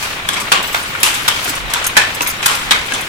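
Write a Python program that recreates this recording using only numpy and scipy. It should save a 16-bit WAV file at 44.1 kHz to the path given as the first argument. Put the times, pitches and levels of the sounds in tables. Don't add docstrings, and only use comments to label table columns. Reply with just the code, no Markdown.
import sys
import numpy as np
from scipy import signal
from scipy.fft import rfft, irfft, next_fast_len
from scipy.io import wavfile
from scipy.ndimage import uniform_filter1d, map_coordinates

SR = 44100
rng = np.random.default_rng(int(sys.argv[2]) if len(sys.argv) > 2 else 0)


def volts_from_db(level):
    exponent = np.asarray(level, float) / 20
    return 10 ** exponent


def generate_wav(signal):
    frames = np.transpose(np.atleast_2d(signal))
    scaled = np.clip(frames, -1, 1) * 32767
    pcm = np.round(scaled).astype(np.int16)
    wavfile.write(sys.argv[1], SR, pcm)


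N = 135828


def unit(x):
    return x / np.sqrt(np.mean(x ** 2) + 1e-20)


def along(points, hz):
    point_hz, value = np.transpose(points)
    return np.interp(np.log(hz + 1), np.log(point_hz + 1), value)


def wobble(rate_hz):
    knots = rng.standard_normal(int(N * rate_hz / SR) + 4)
    return map_coordinates(knots, [np.arange(N) * rate_hz / SR])


def filtered(x, response):
    size = next_fast_len(x.shape[-1] + 8192)
    spectrum = rfft(x, size) * response(np.fft.rfftfreq(size, 1 / SR))
    return irfft(spectrum, size)[..., :x.shape[-1]]


def resonance(f, hz, width_hz):
    return 1j * f * width_hz / (hz * hz - f * f + 1j * f * width_hz)


def add(track, start_s, sound):
    part = track[:, round(start_s * SR):][:, :sound.shape[1]]
    part += sound[:, :part.shape[1]]


# frequency_hz, likeness (1 = the same)
STEREO_LIKENESS = [(60, 0.68), (180, 1), (550, 0.68), (1650, -0.2), (4970, 0.13), (15000, -0.1)]


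def stereo_noise(size):
    def mid_side(hz):
        angle = np.arccos(np.clip(along(STEREO_LIKENESS, hz), -1, 1)) / 2
        return np.array([np.cos(angle), np.sin(angle)])

    mid, side = filtered(rng.standard_normal((2, size)), mid_side)
    return np.array([mid + side, mid - side])


# frequency_hz, density_db_per_hz
DRONE_COLOUR = [(25, 0), (640, -4.5), (1160, 0.5), (2350, 1), (3700, -3.5), (4400, -8.5), (7900, -14.5),
                (15500, -21)]
# time_s, level_db
DRONE_SWELL = [(0, -22), (.26, -24.5), (.4, -23.5), (.8, -23), (.99, -24), (1.5, -22), (1.67, -24.5),
               (1.85, -23.5), (2.39, -24), (3.08, -23.5)]
# pitch_hz, level_db
FAN_HUM = [(100, -44.5), (132, -45.5)]


def drone():
    t = np.arange(N) / SR
    z = signal.stft(stereo_noise(N), nperseg=512)[2]
    patches = uniform_filter1d(uniform_filter1d(rng.standard_normal(z.shape[1:]), 8, 0), 8, 1)
    noise = signal.istft(z * volts_from_db(0.68 * unit(patches)), nperseg=512)[1][:, :N]
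    noise = unit(filtered(noise, lambda f: volts_from_db(along(DRONE_COLOUR, f))))
    bass = filtered(noise, lambda f: f < 500)
    hiss = filtered(noise, lambda f: f > 4200)
    body = noise - bass - hiss

    level_db = np.interp(t, *np.transpose(DRONE_SWELL)) + 0.32 * wobble(26.34)
    swing = volts_from_db(level_db - level_db.mean())
    far_clatter = volts_from_db(2 * wobble(120))
    machines = bass + swing * far_clatter * body + swing ** 4.1 * hiss

    hum = np.zeros(N)
    for hz, hum_db in FAN_HUM:
        hum += volts_from_db(hum_db + 0.62 * wobble(8.0)) * np.sin(2 * np.pi * hz * t + 0.93 * wobble(9.4))
    return volts_from_db(level_db.mean() + 0.5) * machines + hum


# pitch_hz, width_hz, level_db
FRAME_MODES = [(1120, 12, -6.5), (1275, 50, 10.5), (2430, 24, -14), (2730, 154, 10), (3030, 10, -13),
               (3690, 100, 8)]
# frequency_hz, density_db_per_hz
BODY_COLOUR = [(150, -19), (500, -11), (1000, -5), (2300, -6), (3700, -4.5), (4300, -10.5), (8400, -17),
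               (15000, -41)]
# frequency_hz, density_db_per_hz
CRACK_COLOUR = [(2350, -18), (4000, -14.5), (7930, -6.5), (9010, -5), (14800, -10.5), (16000, -81)]


def contact(db, note_hz, treble_db, hold_s, t60, grain_db, size):
    t = np.arange(size) / SR
    steps = np.repeat(rng.standard_normal(size // 70), 70)
    grain = volts_from_db(grain_db * np.clip(unit(uniform_filter1d(steps, size=60)), -2, 1.3))
    noise = stereo_noise(size) * grain / np.sqrt(np.mean(grain ** 2))
    shape = volts_from_db(-60 * np.maximum(t - hold_s, 0) / t60) * (1 - np.exp(-t / 0.00086))

    def wood(f):
        response = volts_from_db(11.5) * resonance(f, note_hz, 232)
        for k, (hz, width_hz, mode_db) in enumerate(FRAME_MODES):
            response = response + (-1) ** k * volts_from_db(mode_db) * resonance(f, hz, max(width_hz, 130))
        return response

    def body_colour(f):
        bass_loss_db = 0.49 * (treble_db + 28.5) * (f < 800)
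        return volts_from_db(along(BODY_COLOUR, f) - bass_loss_db)

    gain = 1 / np.sqrt(np.mean(filtered(noise, wood) ** 2))
    ringing = gain * filtered(noise * shape, wood)
    body = unit(filtered(noise, body_colour))
    crack = unit(filtered(noise / grain ** 0.81, lambda f: volts_from_db(along(CRACK_COLOUR, f))))
    return volts_from_db(db) * (ringing + shape * (volts_from_db(1.5) * body + volts_from_db(treble_db + 6.5) * crack))


# start_s, peak_db, note_hz, treble_db
KNOCKS = [(0.025, -11.5, 2430, -10.5), (0.333, -12.5, 3300, -18), (0.366, -8.5, 2330, -23),
          (0.399, -12, 1130, -10), (0.558, -13, 2900, -27), (0.858, -17, 2200, -29), (1.07, -7, 2930, -10),
          (1.141, -13, 3500, -3.5), (1.359, -13.5, 2410, -17), (1.476, -10.5, 1450, -10),
          (1.493, -28, 3100, -17), (1.699, -13, 935, -17), (1.843, -9.5, 1290, -13),
          (2.016, -9.5, 1780, -27), (2.262, -10.5, 2120, -20), (2.427, -6, 2520, -17.5),
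          (2.507, -7, 1110, -33), (2.907, -12, 1650, -36), (2.938, -9.5, 3500, -20),
          (2.977, -12, 2460, -48)]


def knocks():
    out = np.zeros((2, N))
    for s, db, hz, treble_db in KNOCKS:
        add(out, s, contact(db - 11.5, hz, treble_db, hold_s=0.0012, t60=0.17, grain_db=-0.5, size=SR // 5))
    return out


# start_s, peak_db, note_hz, treble_db
BLOWS_ON_WOOD = [(0.288, -2, 3400, -3.5), (0.5176, 4, 1250, -17.5), (0.745, -2, 1560, -25),
                 (1.031, 6, 2730, 1), (1.279, 0, 1270, -10.5), (1.736, -4.5, 3450, -3),
                 (1.967, 6.5, 1710, -16.5), (2.207, -6.5, 2780, -38), (2.458, -2.5, 1520, -2.5),
                 (2.708, 1.5, 3740, -18.5), (2.921, -8.5, 1630, -18)]
# contact_s, rattle_db (under the blow), rattle_note_hz, rattle_treble_db
RATTLES = [(0.00091, -13.5, 1180, 2), (0.01, -13.5, 2850, -11), (0.0029, -18, 1000, 14),
           (0.0015, -13.5, 2740, 15), (0.0093, -12.5, 3200, -2), (0.0025, -6.5, 1310, 0),
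           (0.012, -18, 2500, -11), (0.004, -11.5, 1360, -8), (0.0094, -6.5, 1330, 15),
           (0.014, -11.5, 2200, -2), (0.0023, -19, 1700, -19)]


def blows():
    out = np.zeros((2, N))
    for blow, rattle in zip(BLOWS_ON_WOOD, RATTLES):
        s, db, hz, treble_db = blow
        contact_s, rattle_db, rattle_hz, rattle_treble_db = rattle
        blow_db = db - 9
        add(out, s, contact(blow_db, hz, treble_db, contact_s, t60=0.018, grain_db=-0.5, size=SR // 10))
        add(out, s, contact(blow_db + rattle_db, rattle_hz, rattle_treble_db - 26.5,
                            hold_s=0.0067, t60=0.7, grain_db=5, size=SR // 2))
    return out


# start_s, peak_db, low_note_hz, high_note_hz
WOOD_IMPACTS = [(0.289, -6.5, 1660, 3320), (0.367, -5, 1390, 2180), (0.377, -9.5, 1000, 2280),
                (0.52, 3.5, 1215, 2835), (0.527, 2, 1155, 3270), (0.547, -2, 1170, 2090),
                (0.56, 2, 1025, 2700), (0.584, -10, 1146, 2950), (0.745, 0.5, 1450, 2110),
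                (0.776, -8, 1010, 4420), (0.801, -13, 1420, 2800), (0.951, -3, 1420, 2220),
                (1.031, -4, 2030, 3030), (1.036, -9, 1214, 2720), (1.048, -8, 2050, 3040),
                (1.055, -22, 1300, 3480), (1.074, -3, 980, 3000), (1.088, -10, 1155, 2130),
                (1.279, 2, 1463, 3780), (1.283, -7, 1205, 2430), (1.309, -3, 1920, 3100),
                (1.737, -15, 1550, 3200), (1.759, -4, 970, 3440), (1.967, 6, 1740, 2470),
                (1.977, 1, 1700, 3040), (1.981, 2, 1026, 3520), (1.993, -12, 1850, 3400),
                (2.018, 2, 1770, 2530), (2.208, 3, 984, 2650), (2.458, -8, 1630, 2500),
                (2.498, -5, 1080, 3060), (2.548, -22, 1330, 2360), (2.708, -5, 1160, 3440),
                (2.714, 6, 1650, 3860), (2.721, -1, 1985, 3900), (2.734, -0.5, 1257, 2260),
                (2.759, -2, 1460, 2270), (2.799, -22, 1550, 2260), (2.921, -3, 1630, 2680)]


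def impacts():
    out, t = np.zeros((2, N)), np.arange(SR // 10) / SR
    for s, db, low_hz, high_hz in WOOD_IMPACTS:
        lag = np.array([[0], [.25]]) + .1 * rng.standard_normal((2, 2, 1))
        low = volts_from_db(-60 * t / 0.053) * np.sin(2 * np.pi * (low_hz * t + lag[0]))
        high = volts_from_db(5.5 - 60 * t / 0.014) * np.sin(2 * np.pi * (high_hz * t + lag[1]))
        snap = volts_from_db(-10 - 60 * t / 0.0065) * rng.standard_normal((2, len(t)))
        add(out, s, volts_from_db(db - 10) * (low + high + snap) * (1 - np.exp(-t / 0.00025)))
    return out


# start_s, peak_db, centre_hz
HEDDLE_JANGLES = [(.332, -15, 8260), (.826, -18.5, 9000), (1.002, -17.5, 10500), (1.054, -10, 9100),
                  (1.218, -29.5, 11400), (1.427, -21.5, 10100), (1.552, -15, 8470), (1.701, -30, 8600),
                  (1.841, -12.5, 7750), (2.218, -11, 6580), (2.3, -12, 7070), (2.421, -22, 7640),
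                  (2.552, -12, 8570), (2.861, -21, 9800), (2.936, -9, 7200), (3.009, -16, 9640)]


def heddles():
    out, t = np.zeros((2, N)), np.arange(SR // 10) / SR
    wires, run_s, spread, t60 = 60, .015, .45, .02
    for s, db, centre_hz in HEDDLE_JANGLES:
        late, pitch, size, left, right = rng.random((5, wires, 1, 1))
        age = np.maximum(t - run_s * late ** 2, 0)
        detune = 2 * pitch - 1
        hz = np.minimum(centre_hz * np.exp(spread * detune * abs(detune)), 15500)
        phase = np.concatenate([left, right], axis=1)
        shape = volts_from_db(-12 * size - 60 * age / t60) * (1 - np.exp(-age / 0.00019))
        rings = shape * np.sin(2 * np.pi * (hz * age + phase))
        add(out, s, volts_from_db(db - 9) * rings.sum(axis=0))
    return out


# start_s, peak_db, ring_s (until caught)
PIN_CHINKS = [
    (1.444, -17, 0.0089),
    (2.218, -17, 0.035),
    (2.272, -12.5, 0.044),
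]
HOOK_CHINKS = [
    (.4, -15.5, 0.026),
    (1.866, 0, 0.012),
]
WIRE_CHINKS = [
    (.627, -26.5, 0.051),
    (.674, -28.5, .045),
    (.728, -26, 0.045),
    (.876, -35, .03),
    (1.493, -19.5, .02),
    (2.147, -23, 0.017),
]
# pitch_hz, level_db
PIN_MODES = [(5017, -14), (6374, -5), (8791, -12), (9710, -2), (12142, 0), (13437, -7), (14015, -14),
             (14970, -11), (15360, -11)]
HOOK_MODES = [(6433, -2), (8064, -12), (8755, -12), (9480, 0), (10800, -5), (12230, -7), (12770, -7),
              (14920, -6)]
WIRE_MODES = [(5070, -9), (6370, -9), (7815, 0), (9730, -6), (12140, -8), (13458, -9), (14023, -10),
              (15020, -5)]


def steel():
    out, t = np.zeros((2, N)), np.arange(SR // 5) / SR
    parts = [(PIN_CHINKS, PIN_MODES, 0.17, -4), (HOOK_CHINKS, HOOK_MODES, 0.12, -12),
             (WIRE_CHINKS, WIRE_MODES, 0.083, 1)]
    for chinks, modes, t60, part_db in parts:
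        hz, level_db = np.transpose(modes)[:, :, None, None]
        count = len(modes)
        for s, db, ring_s in chinks:
            size_db = level_db - level_db.max() + 2 * rng.standard_normal((count, 2, 1))
            buzz_db = 3.5 * unit(uniform_filter1d(rng.standard_normal((count, 2, len(t))), size=150))
            phase = rng.random((count, 1, 1)) + 0.27 * rng.random((count, 2, 1))
            ring = (volts_from_db(size_db + buzz_db) * np.sin(2 * np.pi * (hz * t + phase))).sum(axis=0)
            caught_db = -60 * np.maximum(t - ring_s, 0) / 0.022
            shape = volts_from_db(-60 * t / t60 + caught_db) * (1 - np.exp(-t / 0.0024))
            tick = unit(filtered(rng.standard_normal((2, len(t))), lambda f: volts_from_db(along(CRACK_COLOUR, f))))
            add(out, s, volts_from_db(db + part_db) * (ring * shape + tick * volts_from_db(1.5 - 60 * t / 0.05)))
    return out


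# start_s, length_s, level_db, pitch_hz, width_hz
THIN_STEEL = [
    (.401, .016, -30, 7900, 300),
    (.627, .18, -38, 15020, 200),
    (.627, .17, -42, 13450, 120),
    (.674, .04, -41, 12140, 120),
    (.875, .04, -41, 15020, 150),
    (1.0, .025, -35, 10700, 900),
    (1.143, .014, -28, 7900, 400),
    (1.218, .055, -37, 11200, 900),
    (2.585, .03, -37, 8050, 150),
    (2.94, .03, -34, 5950, 150),
]


def thin_steel():
    out, t = np.zeros(N), np.arange(N) / SR
    for s, length_s, db, hz, width_hz in THIN_STEEL:
        band = unit(filtered(rng.standard_normal(N), lambda f: resonance(f, hz, width_hz) ** 2))
        age = t - s
        level_db = db + wobble(60) - 3.1 * np.clip(age / length_s, 0, 1)
        gate = np.clip(np.minimum(age / 0.0014, (length_s - age) / .01 + 1), 0, 1)
        out += volts_from_db(level_db) * gate * band
    return out * np.ones((2, 1))


# start_s, level_db, pitch_hz
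SOFT_THUMPS = [
    (1.6, -26, 42),
    (2.63, -32, 42),
    (2.77, -30, 60),
    (1.475, -25, 400),
    (1.5, -26, 280),
    (2.21, -25, 300),
    (2.93, -26, 270),
    (.518, -18, 450),
]


def thumps():
    out, t = np.zeros((2, N)), np.arange(N) / SR
    for s, db, hz in SOFT_THUMPS:
        swell = np.exp(-((t - s) * hz / 2.2 - 1) ** 2)
        lag = 8 / hz * np.array([[0], [1]])
        out += volts_from_db(db) * swell * np.sin(2 * np.pi * (hz * t + lag))
    return out


# frequency_hz, t60_s
ROOM_DECAY = [(200, 0.086), (2000, 0.41), (6000, 0.23), (14000, 0.14)]


def workshop(x):
    hz, t, z = signal.stft(rng.standard_normal((2, SR // 2)), SR, nperseg=256)
    tail = signal.istft(z * volts_from_db(-60 * t / along(ROOM_DECAY, hz)[:, None]), SR, nperseg=256)[1]
    delayed = np.pad(x, ((0, 0), (300, 0)))
    return signal.fftconvolve(delayed, tail / np.linalg.norm(tail[0]), axes=1)[:, :N]


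def scene():
    wood = knocks() + blows() + impacts()
    metal = heddles() + steel() + thin_steel()
    room = workshop(volts_from_db(-10) * wood + volts_from_db(-13) * metal)
    return drone() + wood + metal + room + thumps()


def band_limit(x):
    return signal.sosfilt(signal.butter(12, 16310, fs=SR, output="sos"), x)


# frequency_hz, left_over_right_db
STEREO_LEAN = [(60, -1.5), (180, -0.5), (550, -0.5), (1650, 1), (4970, 3.5), (15000, -1.5)]


def record(dry):
    def lean(f):
        return volts_from_db(along(STEREO_LEAN, f) * np.array([[.5], [-.5]])) * (f < 16000)

    x = filtered(dry, lean)
    hardness = 39
    clipped = x / (1 + np.abs(x) ** hardness) ** (1 / hardness)
    return band_limit(clipped)


dry = scene()
out = record(dry)
generate_wav(out)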